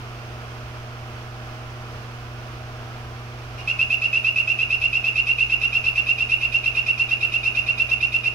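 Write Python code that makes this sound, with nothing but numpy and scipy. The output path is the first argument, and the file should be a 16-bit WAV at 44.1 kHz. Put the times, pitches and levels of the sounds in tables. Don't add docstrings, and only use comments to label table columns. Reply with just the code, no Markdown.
import sys
import numpy as np
from scipy import signal
from scipy.fft import rfft, irfft
from scipy.io import wavfile

SR = 44100
rng = np.random.default_rng(int(sys.argv[2]) if len(sys.argv) > 2 else 0)


def boost_factor(decibels):
    exponent = np.asarray(decibels, float) / 20
    return 10 ** exponent


def unload_wav(signal):
    wavfile.write(
        sys.argv[1],
        SR,
        np.round(np.clip(np.atleast_2d(signal).T, -1, 1) * 32767).astype(np.int16),
    )


N = 367794
LEAD_SAMPLES = 8


def rms_one(x):
    return x / np.sqrt(np.mean(x ** 2) + 1e-20)


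def at_hz(points, hz):
    table_hz, value = np.array(points)[:, :2].T
    return np.interp(np.log(hz), np.log(table_hz), value)


def coloured(spectrum, size):
    hz = np.maximum(np.fft.rfftfreq(size, 1 / SR), 1)
    return rfft(rng.standard_normal((2, size))) * boost_factor(at_hz(spectrum, hz)), hz


BEAT_NOTES = [0, 1, 8, 14, 22, 30, 41]
BEAT_TIMES = [3.6114, 3.712, 4.517, 5.198, 6.111, 7.019, 8.277]
# t/s, level/dB, pitch shift f/Hz, length/share of the usual
EFFORT_CURVE = [
    (3.61, -26.5, 115, 0.77),
    (3.71, -2.5, 4, .88),
    (3.829, 1.5, -1.5, .88),
    (4.151, 2, 1, 1.026),
    (4.599, 0, 1, 1.01),
    (5.6, 1.5, 1, 1.003),
    (8.301, 0.2, 3, .92),
]


def trill():
    peak_s = np.interp(np.arange(BEAT_NOTES[-1] + 1), BEAT_NOTES, BEAT_TIMES)
    effort_s, *columns = np.transpose(EFFORT_CURVE)
    usual = np.transpose([np.interp(peak_s, effort_s, column) for column in columns])
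    uneven = [0.5, 6.35, 0.025]
    db, shift_hz, stretch = (usual + rng.standard_normal(usual.shape) * uneven).T
    note_peak_s = 0.05
    return zip(peak_s - note_peak_s * stretch, shift_hz, db, stretch)


# t/s into the note, pitch f/Hz, strength/linear
NOTE_SHAPE = [
    (0.0, 2481, 0.0),
    (0.004, 2567, 0.02),
    (0.01, 2572, 1.14),
    (0.018, 2634, 0.58),
    (0.026, 2692, 0.94),
    (0.034, 2710, 1.36),
    (0.042, 2733, 0.34),
    (0.05, 2763, 1.34),
    (0.056, 2681, 0.0),
]
# multiple of the pitch, level/dB
OVERTONES = [(0.499, -33.5), (1.251, -38), (1.5, -43), (1.749, -57), (1.998, -51.5), (2.252, -51),
             (2.5, -51), (3, -63), (3.499, -49.5), (3.998, -52)]


def note(t, shift_hz, stretch, wobble_db):
    shape_s, pitch_hz, strength = np.transpose(NOTE_SHAPE)
    u = t / stretch
    turns = np.cumsum(np.interp(u, shape_s, pitch_hz) + shift_hz) / SR

    shake = 0.13 * rng.standard_normal((2, 64))
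    loose, slip = (np.interp(t, np.arange(64) * 0.00597, row) for row in shake)
    whistle = np.interp(u, shape_s, strength) * (1 + loose) * np.cos(2 * np.pi * turns + slip)

    overtones = 0
    for (multiple, db), extra_db in zip(OVERTONES, wobble_db):
        overtones = overtones + boost_factor(db + extra_db) * np.cos(2 * np.pi * multiple * turns)
    attack_s, end_s, fade_db_per_s = 0.0083, 0.061, -61.5
    flow = np.clip(u / attack_s, 0, 1) * np.clip((end_s - u) / 0.018, 0, 1)
    return whistle, flow * boost_factor(fade_db_per_s * u) * overtones, flow


# multiple of its pitch, level/dB
HELD_PARTIALS = [(1, -9.5), (1.5, -16), (2, -28), (4, -31.5)]


def opening(t, wobble):
    length_s = 0.013
    swell = np.sin(np.pi * np.clip(t / length_s, 0, 1))
    hz = 2484 + 11.0 * wobble[0]
    tone = sum(boost_factor(db) * np.sin(2 * np.pi * multiple * hz * t) for multiple, db in HELD_PARTIALS)
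    return swell * boost_factor(2.8 * wobble[1]) * tone


def paths(echoes, s, hz):
    ms, drift_us, db, drift_db = np.transpose(echoes)[:, :, None]
    drift_from_s, drift_middle_s = 4.6, 6.25
    moved_s = max(s, drift_from_s) - drift_middle_s
    lag_s = ms / 1e3 + drift_us * moved_s / 1e6
    weaker_db = -2 * max(drift_from_s - s, 0) * (ms > ms[0])
    return boost_factor(db + drift_db * moved_s + weaker_db) * np.exp(-2j * np.pi * hz * lag_s)


# f/Hz, level/dB
GLASS_COLOUR = [(2000, 7), (2350, 6), (2500, 5.5), (2620, 5), (2740, -12), (2850, 15), (2950, 0),
                (6000, 6.5), (12000, 6.5)]


def diffuse_tail():
    age_s = np.arange(SR // 2) / SR
    t60_s, build_s = 0.99, 0.045
    envelope = boost_factor(-60 * age_s / t60_s) * np.clip(age_s / build_s, 0, 1) ** 2
    walls = rng.standard_normal((2, len(age_s))) * envelope
    hz = np.fft.rfftfreq(len(age_s), 1 / SR) + 1
    walls = irfft(rfft(walls) * boost_factor(at_hz(GLASS_COLOUR, hz)), len(age_s))
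    energy = np.sum(walls ** 2, axis=1, keepdims=True)
    return walls / np.sqrt(energy) * boost_factor(np.array([[-2.5], [2.5]]))


# f/Hz, level/dB per Hz
THROAT_AIR = [(1800, -15), (2150, -0.5), (2450, 6), (2850, 5.5), (3030, -10), (3250, 1), (3500, -11.5),
              (3800, -7.5), (4600, -10), (5300, -7), (6300, -15.5), (7500, -26), (10300, -22.5),
              (11800, -31.5)]
HELD_LEVEL = [-12.5, -4]
HELD_ECHO_LEVEL = [-14, -3]
# f/Hz, left minus right level/dB
PAIR_LEAN = [(60, -1), (110, 2.5), (200, 2.5), (380, 0), (700, -1), (1290, -1.5), (2380, -4.5),
             (4400, -7.5), (8120, -1), (15000, 0)]
# delay t/ms, drift/microseconds per s, level/dB, drift/dB per s
LEFT_PATHS = [(2.80, -4, -19.5, -2.6), (5.665, 13, -20.1, 1.5), (9.345, 18, -25, -1.6),
              (14.678, 20, -25.6, -.3), (19.445, -31, -28.2, -4.7), (21.586, 11, -23.8, -1.7),
              (24.147, 16, -27.5, 2.6), (30.202, -9, -34.4, 1.6), (33.129, 29, -38, -2.5),
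              (40.946, 10, -41, -6.6), (43.416, 5, -31.3, -.6), (62.695, 7, -37.7, -.8)]
RIGHT_PATHS = [(2.437, -7, -17.6, -2.5), (5.298, 15, -16.8, .4), (8.963, 6, -21.9, -1.2),
               (11.78, 26, -27.3, 2), (16.25, 18, -22.6, -.2), (20.754, 4, -25, -4),
               (24.31, 26, -28.8, 1.2), (31.12, -3, -25.7, 3.4), (37.078, 24, -27.4, -2.6),
               (44.30, 60, -32, 2), (48.858, 9, -24.2, -.2), (58.65, 72, -37.8, -3.5)]


def frog():
    size = 8192
    t = np.arange(size) / SR
    out, tail_feed = np.zeros((2, N + size)), np.zeros(N + size)
    hz = np.fft.rfftfreq(size, 1 / SR)
    lean = boost_factor(at_hz(PAIR_LEAN, np.maximum(hz, 1)) / 2 * [[1], [-1]])
    lead_s = 0.003
    rasp_apart = 0.89

    for s, shift_hz, db, stretch in trill():
        both, apart = coloured(THROAT_AIR, size)[0]
        rasp = rms_one(irfft([both + rasp_apart * apart, both - rasp_apart * apart]))
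        wobble_db = 2.7 * rng.standard_normal(len(OVERTONES))
        whistle, overtones, flow = note(t - lead_s, shift_hz, stretch, wobble_db)

        effort_db = min(0.72 * db - 0.8, 0)
        held_db = np.interp(s, BEAT_TIMES[1::5], HELD_LEVEL)
        held = boost_factor(held_db) * opening(t, rng.standard_normal(2))
        rest = boost_factor(effort_db) * (overtones + held) + boost_factor(-21 + 0.49 * effort_db) * flow * rasp

        each = np.array([paths(side, s, hz) for side in (LEFT_PATHS, RIGHT_PATHS)])
        way, short = each.sum(axis=1), each[:, :7].sum(axis=1)
        short_rms = np.sqrt(np.mean(np.abs(short) ** 2, axis=1, keepdims=True))
        even = short / short_rms * lean * boost_factor(-14.0)
        held_echo_db = effort_db + np.interp(s, BEAT_TIMES[1::5], HELD_ECHO_LEVEL)

        heard = boost_factor(db - 4.0) * rfft(whistle) * way + rfft(rest) * even
        heard = heard + rfft(held) * boost_factor(held_echo_db) * (way - short)
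        at = round((s - lead_s) * SR)
        out[:, at:at + size] += irfft(heard)
        tail_feed[at:at + size] += (boost_factor(effort_db) * whistle + boost_factor(3.0) * rest[0]) * boost_factor(-22.5)

    tail = signal.fftconvolve(tail_feed[None, :N], diffuse_tail(), axes=1)
    return out[:, :N] + tail[:, :N]


def narrow(hz, width_hz):
    grid = np.fft.rfftfreq(N, 1 / SR)
    resonance = 1 / (1 + (2 * (grid - hz) / width_hz) ** 2)
    x = rms_one(irfft(rfft(rng.standard_normal(N)) * resonance, N))
    return rms_one(x / np.abs(signal.hilbert(x)).clip(.8))


# multiple of twice the mains frequency, level/dB rms
PUMP_HUM = [(1, -37), (2, -52.5), (3, -57.5), (4, -57), (5, -60.5), (6, -59.5)]
# f/Hz, width f/Hz, level/dB rms
FAN_WHISTLES = [(328.4, 4.2, -56.5), (434.7, 37, -56), (627, 1.5, -52.5), (775, 21, -56),
                (1001, 4.9, -59.5)]
# t/s, level/dB
BUILDING_RUMBLE = [(0.0, -48), (0.6, -54), (2.56, -47), (2.67, -55), (3.51, -47), (4.5, -59), (4.83, -44),
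                   (5.02, -45), (5.09, -67), (5.18, -45), (6.53, -41.5), (7.25, -55), (7.27, -49),
                   (8.34, -45.5)]


def machines():
    t = np.arange(N) / SR
    mains_hz = 60
    hum = 0
    for multiple, db in PUMP_HUM:
        phase = rng.uniform(0, 2 * np.pi)
        hum = hum + boost_factor(db) * np.sqrt(2) * np.sin(4 * np.pi * mains_hz * multiple * t + phase)
    fans = sum(boost_factor(db) * narrow(hz, width_hz) for hz, width_hz, db in FAN_WHISTLES)
    rumble_db = np.interp(t, *np.transpose(BUILDING_RUMBLE)) + 1.0
    rumble = narrow(54.2, width_hz=5.0) * boost_factor(rumble_db)
    sound = hum + fans + rumble
    return np.array([sound, np.roll(sound, LEAD_SAMPLES)]) * boost_factor(np.array([[-.95], [.95]]))


# f/Hz, level/dB per Hz
ROOM_SPECTRUM = [(20, -5.5), (35, -8.5), (55, -2.5), (92, 2.5), (106, -10), (150, -16), (225, -10),
                 (295, -16.5), (350, -11.5), (450, -12), (520, -13.5), (700, -7.5), (900, -12), (1200, -8),
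                 (1400, -8.5), (1900, -16), (2600, -14), (3200, -18.5), (3900, -25), (5200, -24), (6300, -28),
             (7200, -35.5), (9000, -37), (12000, -39), (16000, -40)]
# f/Hz, likeness 0-1
PAIR_LIKENESS = [(60, 0.9), (130, 1), (290, 0.93), (640, 0.91), (1410, 0.35), (3100, 0), (6820, 0.1),
                 (15000, 0)]


def room_noise():
    (mid, side), hz = coloured(ROOM_SPECTRUM, N)
    alike = np.clip(at_hz(PAIR_LIKENESS, hz), 0, 1)
    lean = boost_factor(at_hz(PAIR_LEAN, hz) / 2)
    shared, separate = np.sqrt(1 + alike) * mid, np.sqrt(1 - alike) * side
    pair = irfft([(shared + separate) * lean, (shared - separate) / lean], N)
    left, right = boost_factor(-38.5) * rms_one(pair)
    swell_db = 0.52 * np.interp(np.arange(N) / SR, np.arange(80) * .11, rng.standard_normal(80))
    return np.array([left, np.roll(right, LEAD_SAMPLES)]) * boost_factor(swell_db)


def scene():
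    return frog() * boost_factor(4.0) + machines() + room_noise()


def band_limit(x):
    return signal.sosfilt(signal.butter(12, 16750, fs=SR, output="sos"), x)


def record(dry):
    agc_s, threshold_db, db_off_per_db = 0.091, -27.5, 0.25
    r = np.exp(-1 / (agc_s * SR))
    power = signal.lfilter([1 - r], [1, -r], np.mean(dry ** 2, axis=0))
    over_db = np.maximum(10 * np.log10(power + 1e-12) - threshold_db, 0)

    hiss_band = signal.butter(4, 10500, "high", fs=SR, output="sos")
    hiss = signal.sosfilt(hiss_band, rng.standard_normal(dry.shape))
    noisy = dry + hiss * boost_factor(-72.5 + 1.6 * over_db)

    steep = signal.ellip(12, .3, 60, 15790, fs=SR, output="sos")
    mix = signal.sosfilt(steep, noisy) * boost_factor(-db_off_per_db * over_db)
    return band_limit(mix)


dry = scene()
out = record(dry)
unload_wav(out)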